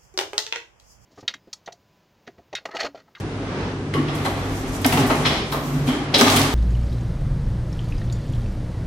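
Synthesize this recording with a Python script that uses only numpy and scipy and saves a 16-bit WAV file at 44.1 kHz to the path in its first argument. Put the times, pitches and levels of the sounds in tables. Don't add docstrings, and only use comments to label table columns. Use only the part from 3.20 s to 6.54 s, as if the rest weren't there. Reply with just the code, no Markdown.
import sys
import numpy as np
from scipy import signal
from scipy.fft import rfft, irfft, next_fast_len
from scipy.io import wavfile
from scipy.ndimage import uniform_filter1d

SR = 44100
rng = np.random.default_rng(int(sys.argv[2]) if len(sys.argv) > 2 else 0)


def volts_from_db(level):
    exponent = np.asarray(level, float) / 20
    return 10 ** exponent


def pcm_store(signal):
    levels = np.round(np.clip(np.atleast_2d(signal), -1, 1) * 32767)
    wavfile.write(sys.argv[1], SR, levels.astype(np.int16).T)


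N = 147294

# [f/Hz, level/dB]
MOTOR_COLOUR = [(20, -23), (70, -3.5), (140, -5.5), (400, -5.5), (520, -10), (2500, -24.5), (6100, -36),
                (9800, -64), (13000, -67)]
# [f/Hz, width/Hz, level/dB]
CABINET_DRONE = [(52.8, 2.7, -13), (103.5, 25, -12.5), (143.25, 4.1, -3), (174, 18, -19), (266.7, 48, -8),
                 (301, 68, -14.5), (404.5, 47, -14.5)]
# [t/s, level/dB]
PANEL_SHAKE = [(0, -33.5), (.69, -33.5), (.88, -22), (1.01, -33.5), (1.18, -37), (1.53, -38.5),
               (1.79, -22.5), (2.2, -60), (2.35, -33), (2.68, -24), (2.78, -35), (3.11, -30), (3.34, -29)]
# [t/s, level/dB]
MAINS_BUZZ = [(0, -29), (.3, -30), (.6, -30.5), (.9, -29), (1.35, -26), (1.5, -36), (1.63, -23.5),
              (1.8, -27), (2.1, -35), (2.5, -44), (2.85, -33), (3.2, -22.5), (3.34, -32)]
# [t/s, level/dB]
HAND_RUMBLE = [(0, -39), (.78, -54), (1.19, -35), (1.8, -30.5), (1.9, -40), (3.34, -39)]
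# [t/s, level/dB]
GEAR_LOAD = [(0, -56), (.72, -58), (.75, -31.5), (.86, -36), (.9, -31.5), (1.63, -36.5), (1.68, -29.5),
             (1.8, -23), (1.98, -28.5), (2.15, -26.5), (2.3, -52), (2.35, -32.5), (2.66, -43.5),
             (2.69, -25.5), (2.92, -35.5), (2.96, -19.5), (3.25, -21.5), (3.34, -27.5)]
# [f/Hz, level/dB]
GEAR_COLOUR = [(40, -15), (100, -38), (260, 0), (450, -5.5), (800, -4), (2000, -12), (4500, -19),
               (9000, -40)]
# [t/s, level/dB]
STRAP_SLIDE = [(0, -47.5), (.03, -63), (.72, -83), (.75, -47), (.87, -70), (.95, -49.5), (1.64, -43),
               (1.68, -32.5), (1.8, -35.5), (2.03, -38.5), (2.09, -41), (2.26, -52), (2.33, -46),
               (2.78, -46.5), (2.91, -60), (2.99, -31.5), (3.2, -29.5), (3.34, -42)]
# [f/Hz, level/dB]
STRAP_COLOUR = [(1000, 7.5), (3000, -12), (6000, 3.5), (10000, -3), (14000, -5.5), (17000, -9)]
# [t/s, level/dB]
STRAP_CRISPNESS = [(0, -1), (.8, 0), (.88, -7), (1.05, 2), (1.6, -2), (1.98, -8), (2.03, -17), (2.1, -3),
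                   (2.25, -14), (2.31, 6), (2.7, 1), (2.77, -14), (2.97, -10), (3.0, 3), (3.34, -10)]
# [t/s, level/dB, f/Hz, length/s]
STEEL_CLANKS = [(.737, -29.5, 2600, 0.012), (.883, -29.5, 2520, 0.012), (1.048, -29, 2690, 0.022),
                (1.646, -18, 2700, 0.0034), (1.722, -23, 2360, 0.014), (1.772, -22, 2690, 0.011),
                (1.897, -24.5, 2280, 0.026), (2.05, -16.5, 2960, 0.026), (2.085, -29, 3530, 0.093),
                (2.322, -28, 3500, 0.0098), (2.671, -29, 2970, 0.021), (2.941, -10, 3550, 0.016),
                (2.99, -15, 3300, 0.012), (3.01, -12, 2160, 0.0041), (3.065, -23, 2680, 0.04),
                (3.16, -18.5, 3040, 0.028)]
# [t/s, level/dB, f/Hz, length/s]
CARTON_KNOCKS = [(1.052, -22.5, 710, 0.022), (1.647, -18.5, 1540, 0.0068), (1.655, -17.5, 650, 0.008),
                 (1.725, -24.5, 830, 0.016), (1.772, -23.5, 920, 0.011), (1.9, -18, 660, 0.0204),
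                 (2.053, -21.5, 1160, 0.01555), (2.322, -32, 1050, 0.019), (2.33, -28, 670, 0.0349),
                 (2.94, -24, 580, 0.021), (3.01, -15, 850, 0.01), (3.065, -18, 835, 0.015)]
# [t/s, level/dB, f/Hz, length/s]
CARTON_HOLLOWS = [(1.054, -35, 656, 0.033), (1.657, -34, 730, 0.021), (1.766, -24.5, 900, .014),
                  (1.775, -21.5, 399, .014), (1.83, -22, 265, 0.026), (1.9, -28.5, 1220, 0.0212),
                  (1.945, -28.5, 403, 0.012), (1.975, -24.5, 140, 0.051), (2.325, -32, 1120, .025),
                  (2.36, -32.5, 280, 0.049), (2.52, -29, 268, 0.034), (2.56, -32, 143, 0.0545),
                  (2.74, -25.5, 290, 0.029), (2.945, -25, 544, 0.02)]
# [t/s, level/dB, f/Hz, length/s]
CABINET_THUDS = [(.745, -16.5, 318, 0.013), (.775, -14, 293.3, 0.018), (1.65, -13, 265, 0.0084),
                 (1.725, -22, 200, 0.029), (1.77, -15.5, 267, 0.0245), (1.79, -18.5, 140, 0.0425),
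                 (1.91, -17, 276, 0.028), (2.675, -17.5, 260, 0.0315), (2.95, -23, 420, 0.0518),
                 (3.008, -7, 254, 0.01), (3.06, -16.5, 284, 0.0254), (3.115, -19.5, 259, 0.021)]
# [t/s, level/dB, f/Hz, length/s]
STRAP_SLAPS = [(.737, -43, 9000, 0.0091), (.948, -44, 8900, 0.017), (1.048, -40, 8000, 0.024),
               (1.616, -38, 11000, .004), (1.646, -30, 9000, 0.0033), (1.662, -25, 8000, 0.0032),
               (1.724, -29.5, 9900, 0.011), (1.86, -37, 10800, 0.023), (1.953, -36, 8700, 0.0046),
               (2.06, -41, 7900, .025), (2.32, -35, 12000, 0.014), (2.943, -34, 7500, 0.023),
               (2.668, -43.5, 7950, 0.034), (2.985, -28, 7760, 0.019), (3.011, -24.5, 7900, 0.0051),
               (3.158, -23.5, 8800, .015)]
# [t/s, level/dB, f/Hz, length/s]
STEEL_PINGS = [
    (.74, -30.5, 1130, 0.0393),
    (.742, -36, 2960, 0.0105),
    (1.052, -40, 4050, 0.019),
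    (1.645, -34, 5140, 0.0044),
    (2.323, -39.5, 4000, .015),
    (2.676, -34.5, 3080, .025),
    (2.944, -21, 3950, .012),
]
# [t/s, level/dB, f/Hz, length/s]
CONTACT_TICKS = [(.738, -26, 1800, 0.0031), (1.6455, -16.5, 2960, 0.0016), (1.663, -18, 11000, 0.0014),
                 (1.7255, -24.5, 2200, 0.0016), (1.737, -25, 3000, 0.0021), (2.058, -24, 3360, 0.0043),
                 (2.323, -25.5, 1260, 0.0031), (2.944, -27, 4200, 0.0031), (2.9987, -24, 3300, 0.0024),
                 (3.011, -11, 5030, .0015), (3.045, -20, 3000, 0.0016), (3.081, -14, 3030, 0.0013),
                 (3.1, -17, 3500, 0.0018), (3.122, -20, 2940, 0.0022), (3.215, -20.5, 4030, 0.003)]
# [f/Hz, level/dB, time to fade 60 dB/s]
STEEL_NOTES = [(1125, 0.5, 0.078), (1185, -8, 0.056), (2040, -14, 0.007), (2140, -6, 0.14),
               (3025, -14, 0.067), (3300, 0, 0.059), (4070, -11, 0.085), (5280, -4, 0.048)]
# [f/Hz, level/dB, time to fade 60 dB/s]
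PANEL_NOTES = [(140, 10.5, 0.16), (245, 1, 0.098), (265, 1, 0.22), (292, -5.5, 0.1), (396, 1, 0.076),
               (645, -4, 0.093), (772, -8, 0.035)]
# [f/Hz, level/dB]
FAINT_LIMIT = [(6000, -110), (9000, -88.5), (11000, -78.5), (13000, -76.5), (15000, -74.5), (16000, -62),
               (16300, -18)]


def noise(size=N):
    return rng.standard_normal(size)


def level(x, db):
    return x * volts_from_db(db) / np.sqrt(np.mean(x ** 2))


def colour(x, points):
    hz, db = np.array(points, float).T
    size = next_fast_len(N, True)
    f = np.maximum(np.fft.rfftfreq(size, 1 / SR), 1)
    gain = volts_from_db(np.interp(np.log(f), np.log(hz), db))
    return irfft(rfft(x, size) * gain, size)[..., :N]


def curve(points):
    s, db = np.array(points, float).T
    return volts_from_db(np.interp(np.arange(N) / SR, s, db))


def ring(x, hz, width_hz):
    return signal.lfilter(*signal.iirpeak(hz, hz / width_hz, fs=SR), x)


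def walk(rate_hz):
    k = int(SR / rate_hz)
    steps = np.repeat(noise(N // k + 1), k)
    return 1.86 * uniform_filter1d(uniform_filter1d(steps, k), k)[:N]


def room():
    t = np.arange(SR // 2) / SR
    t60_s, treble_t60_s, predelay_s = 0.95, 0.6, 0.0024
    low = signal.lfilter(*signal.butter(N=1, Wn=1500, fs=SR), noise(len(t)))
    high = signal.lfilter(*signal.butter(N=1, Wn=1500, btype="high", fs=SR), noise(len(t)))
    tail = low * volts_from_db(-60 * t / t60_s) + high * volts_from_db(-60 * t / treble_t60_s)
    tail = tail * (t > predelay_s)
    return tail / np.sqrt(np.sum(tail ** 2))


def echo(hits, thuds):
    return volts_from_db(-1.5) * signal.fftconvolve(hits + volts_from_db(-3.5) * thuds, room())[:N]


def hand():
    return level(ring(ring(noise((2, N)), 42, 30), 42, 30), -4.0) * curve(HAND_RUMBLE)


def motor():
    motor_db, mains_hz, mains_db = -27.5, 99.46, -32
    wide = level(colour(noise((2, N)), MOTOR_COLOUR), -4.5) * volts_from_db(1.9 * walk(7.44))
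    drones = [level(ring(noise((2, N)), hz, width), db) * volts_from_db(0.5 * walk(3.68))
              for hz, width, db in CABINET_DRONE]
    phase = 2 * np.pi * mains_hz * np.arange(N) / SR + 0.37 * walk(1.34)
    hum = volts_from_db(mains_db) * np.sin(phase) * np.array([[1], [0]])
    steady = volts_from_db(motor_db) * (wide + sum(drones[3:]) + drones[0])
    shaken = volts_from_db(3) * curve(PANEL_SHAKE) * drones[2]
    buzz = volts_from_db(2.5) * curve(MAINS_BUZZ) * (drones[1] + hum / volts_from_db(motor_db))
    return steady + shaken + buzz


def gears():
    grit = volts_from_db(1.3 * np.minimum(rng.exponential(size=N), 5))
    teeth = colour(noise((2, N)) * grit, GEAR_COLOUR)
    ringing = sum(volts_from_db(db) * ring(teeth, hz, 2.26 / t60) for hz, db, t60 in PANEL_NOTES + STEEL_NOTES)
    teeth = teeth + volts_from_db(3.5) * ringing
    return level(teeth, 0) * curve(GEAR_LOAD) * volts_from_db(np.tanh(walk(39.9)))


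def strap():
    grit = volts_from_db(1.2 * np.minimum(rng.exponential(size=N), 4))
    grain = level(colour(noise((2, N)) * grit, STRAP_COLOUR), 1)
    crisp_hz = 11800
    top = colour(grain, [(.94 * crisp_hz, -80), (crisp_hz, 0), (20000, 0)])
    rustle = grain + (curve(STRAP_CRISPNESS) - 1) * top
    return rustle * curve(STRAP_SLIDE) * volts_from_db(1.6 * walk(42))


def bursts(table, spread, grit_db, notes, ring_db):
    size = SR // 6
    t = np.arange(size) / SR
    out = np.zeros(N + size)
    chance = noise((len(table), size))
    grit = rng.exponential(size=(len(table), size))
    for (s, db, hz, length), c, g in zip(table, chance, grit):
        attack = 1 - np.exp(-t / (0.26 * length))
        shape = attack * np.exp(-(t / length) ** 1.19)
        rattle = c * volts_from_db(grit_db * np.minimum(g, 4)) * shape
        hit = ring(ring(rattle, hz, spread * hz), hz, spread * hz)
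        i = int((s - .12 * length) * SR)
        out[i:i + size] += hit * volts_from_db(db) / np.sqrt(np.sum(hit ** 2) / (length * SR))
    out = out[:N]
    ringing = sum(volts_from_db(db) * ring(out, hz, np.log(1000) / (np.pi * t60)) for hz, db, t60 in notes)
    return out + volts_from_db(ring_db) * ringing


def cabinet_thuds():
    return volts_from_db(-5.0) * bursts(CABINET_THUDS, 0.27, 1.0, PANEL_NOTES, -7.0)


def carton():
    knocks = bursts(CARTON_KNOCKS, 0.98, 1.26, PANEL_NOTES[3:] + STEEL_NOTES[1:2], 0.7)
    return volts_from_db(-2) * knocks + bursts(CARTON_HOLLOWS, 0.19, 1.9, PANEL_NOTES[2:], -18)


def strap_slaps():
    return volts_from_db(-0.5) * bursts(STRAP_SLAPS, 1.04, 9.1, STEEL_NOTES[-1:], -7)


def steel_parts():
    dull = signal.butter(N=6, Wn=5940, fs=SR, output="sos")
    clanks = signal.sosfilt(dull, bursts(STEEL_CLANKS, 1.0, 2.4, STEEL_NOTES, 5.2))
    pings = bursts(STEEL_PINGS, 0.073, 0.86, STEEL_NOTES[4:6], -8)
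    ticks = bursts(CONTACT_TICKS, 1.0, 3.3, STEEL_NOTES, -13)
    return volts_from_db(-5.5) * clanks + pings + ticks


def scene():
    steady = hand() + motor() + gears() + strap()
    thuds = cabinet_thuds()
    hits = carton() + strap_slaps() + steel_parts()
    size = SR // 25
    scatter = noise(size) * np.exp(-np.arange(size) / SR / 0.0025)
    scatter = scatter / np.sqrt(np.sum(scatter ** 2))
    other = steady[1] + signal.oaconvolve(hits + thuds, scatter)[:N]
    side = colour(other + echo(hits, thuds), [(30, -5), (80, -26), (600, -14), (1400, -0.5), (20000, -0.5)])
    mid = steady[0] + hits + thuds + echo(hits, thuds)
    return np.array([mid + side, mid - side])


def top_cut(x):
    return signal.sosfilt(signal.butter(12, 16330, fs=SR, output="sos"), x)


def record(dry):
    rounded = np.tanh(.5 * dry) / .5
    f, _, z = signal.stft(rounded, SR, nperseg=1024)
    bands = np.mean(abs(z) ** 2, axis=0).reshape(19, 27, -1).mean(axis=1)
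    bands = bands * volts_from_db(uniform_filter1d(7 * noise(bands.shape), size=3, axis=1))
    power = uniform_filter1d(np.repeat(bands, 27, axis=0), size=2, axis=1)
    hz, db = np.array(FAINT_LIMIT, float).T
    limit = volts_from_db(np.interp(f, hz, db, left=-200))[:, None] ** 2
    heard = signal.istft(z * (power > limit), SR, nperseg=1024)[1]
    return top_cut(heard[:, :N])


dry = scene()
out = record(dry)
pcm_store(out)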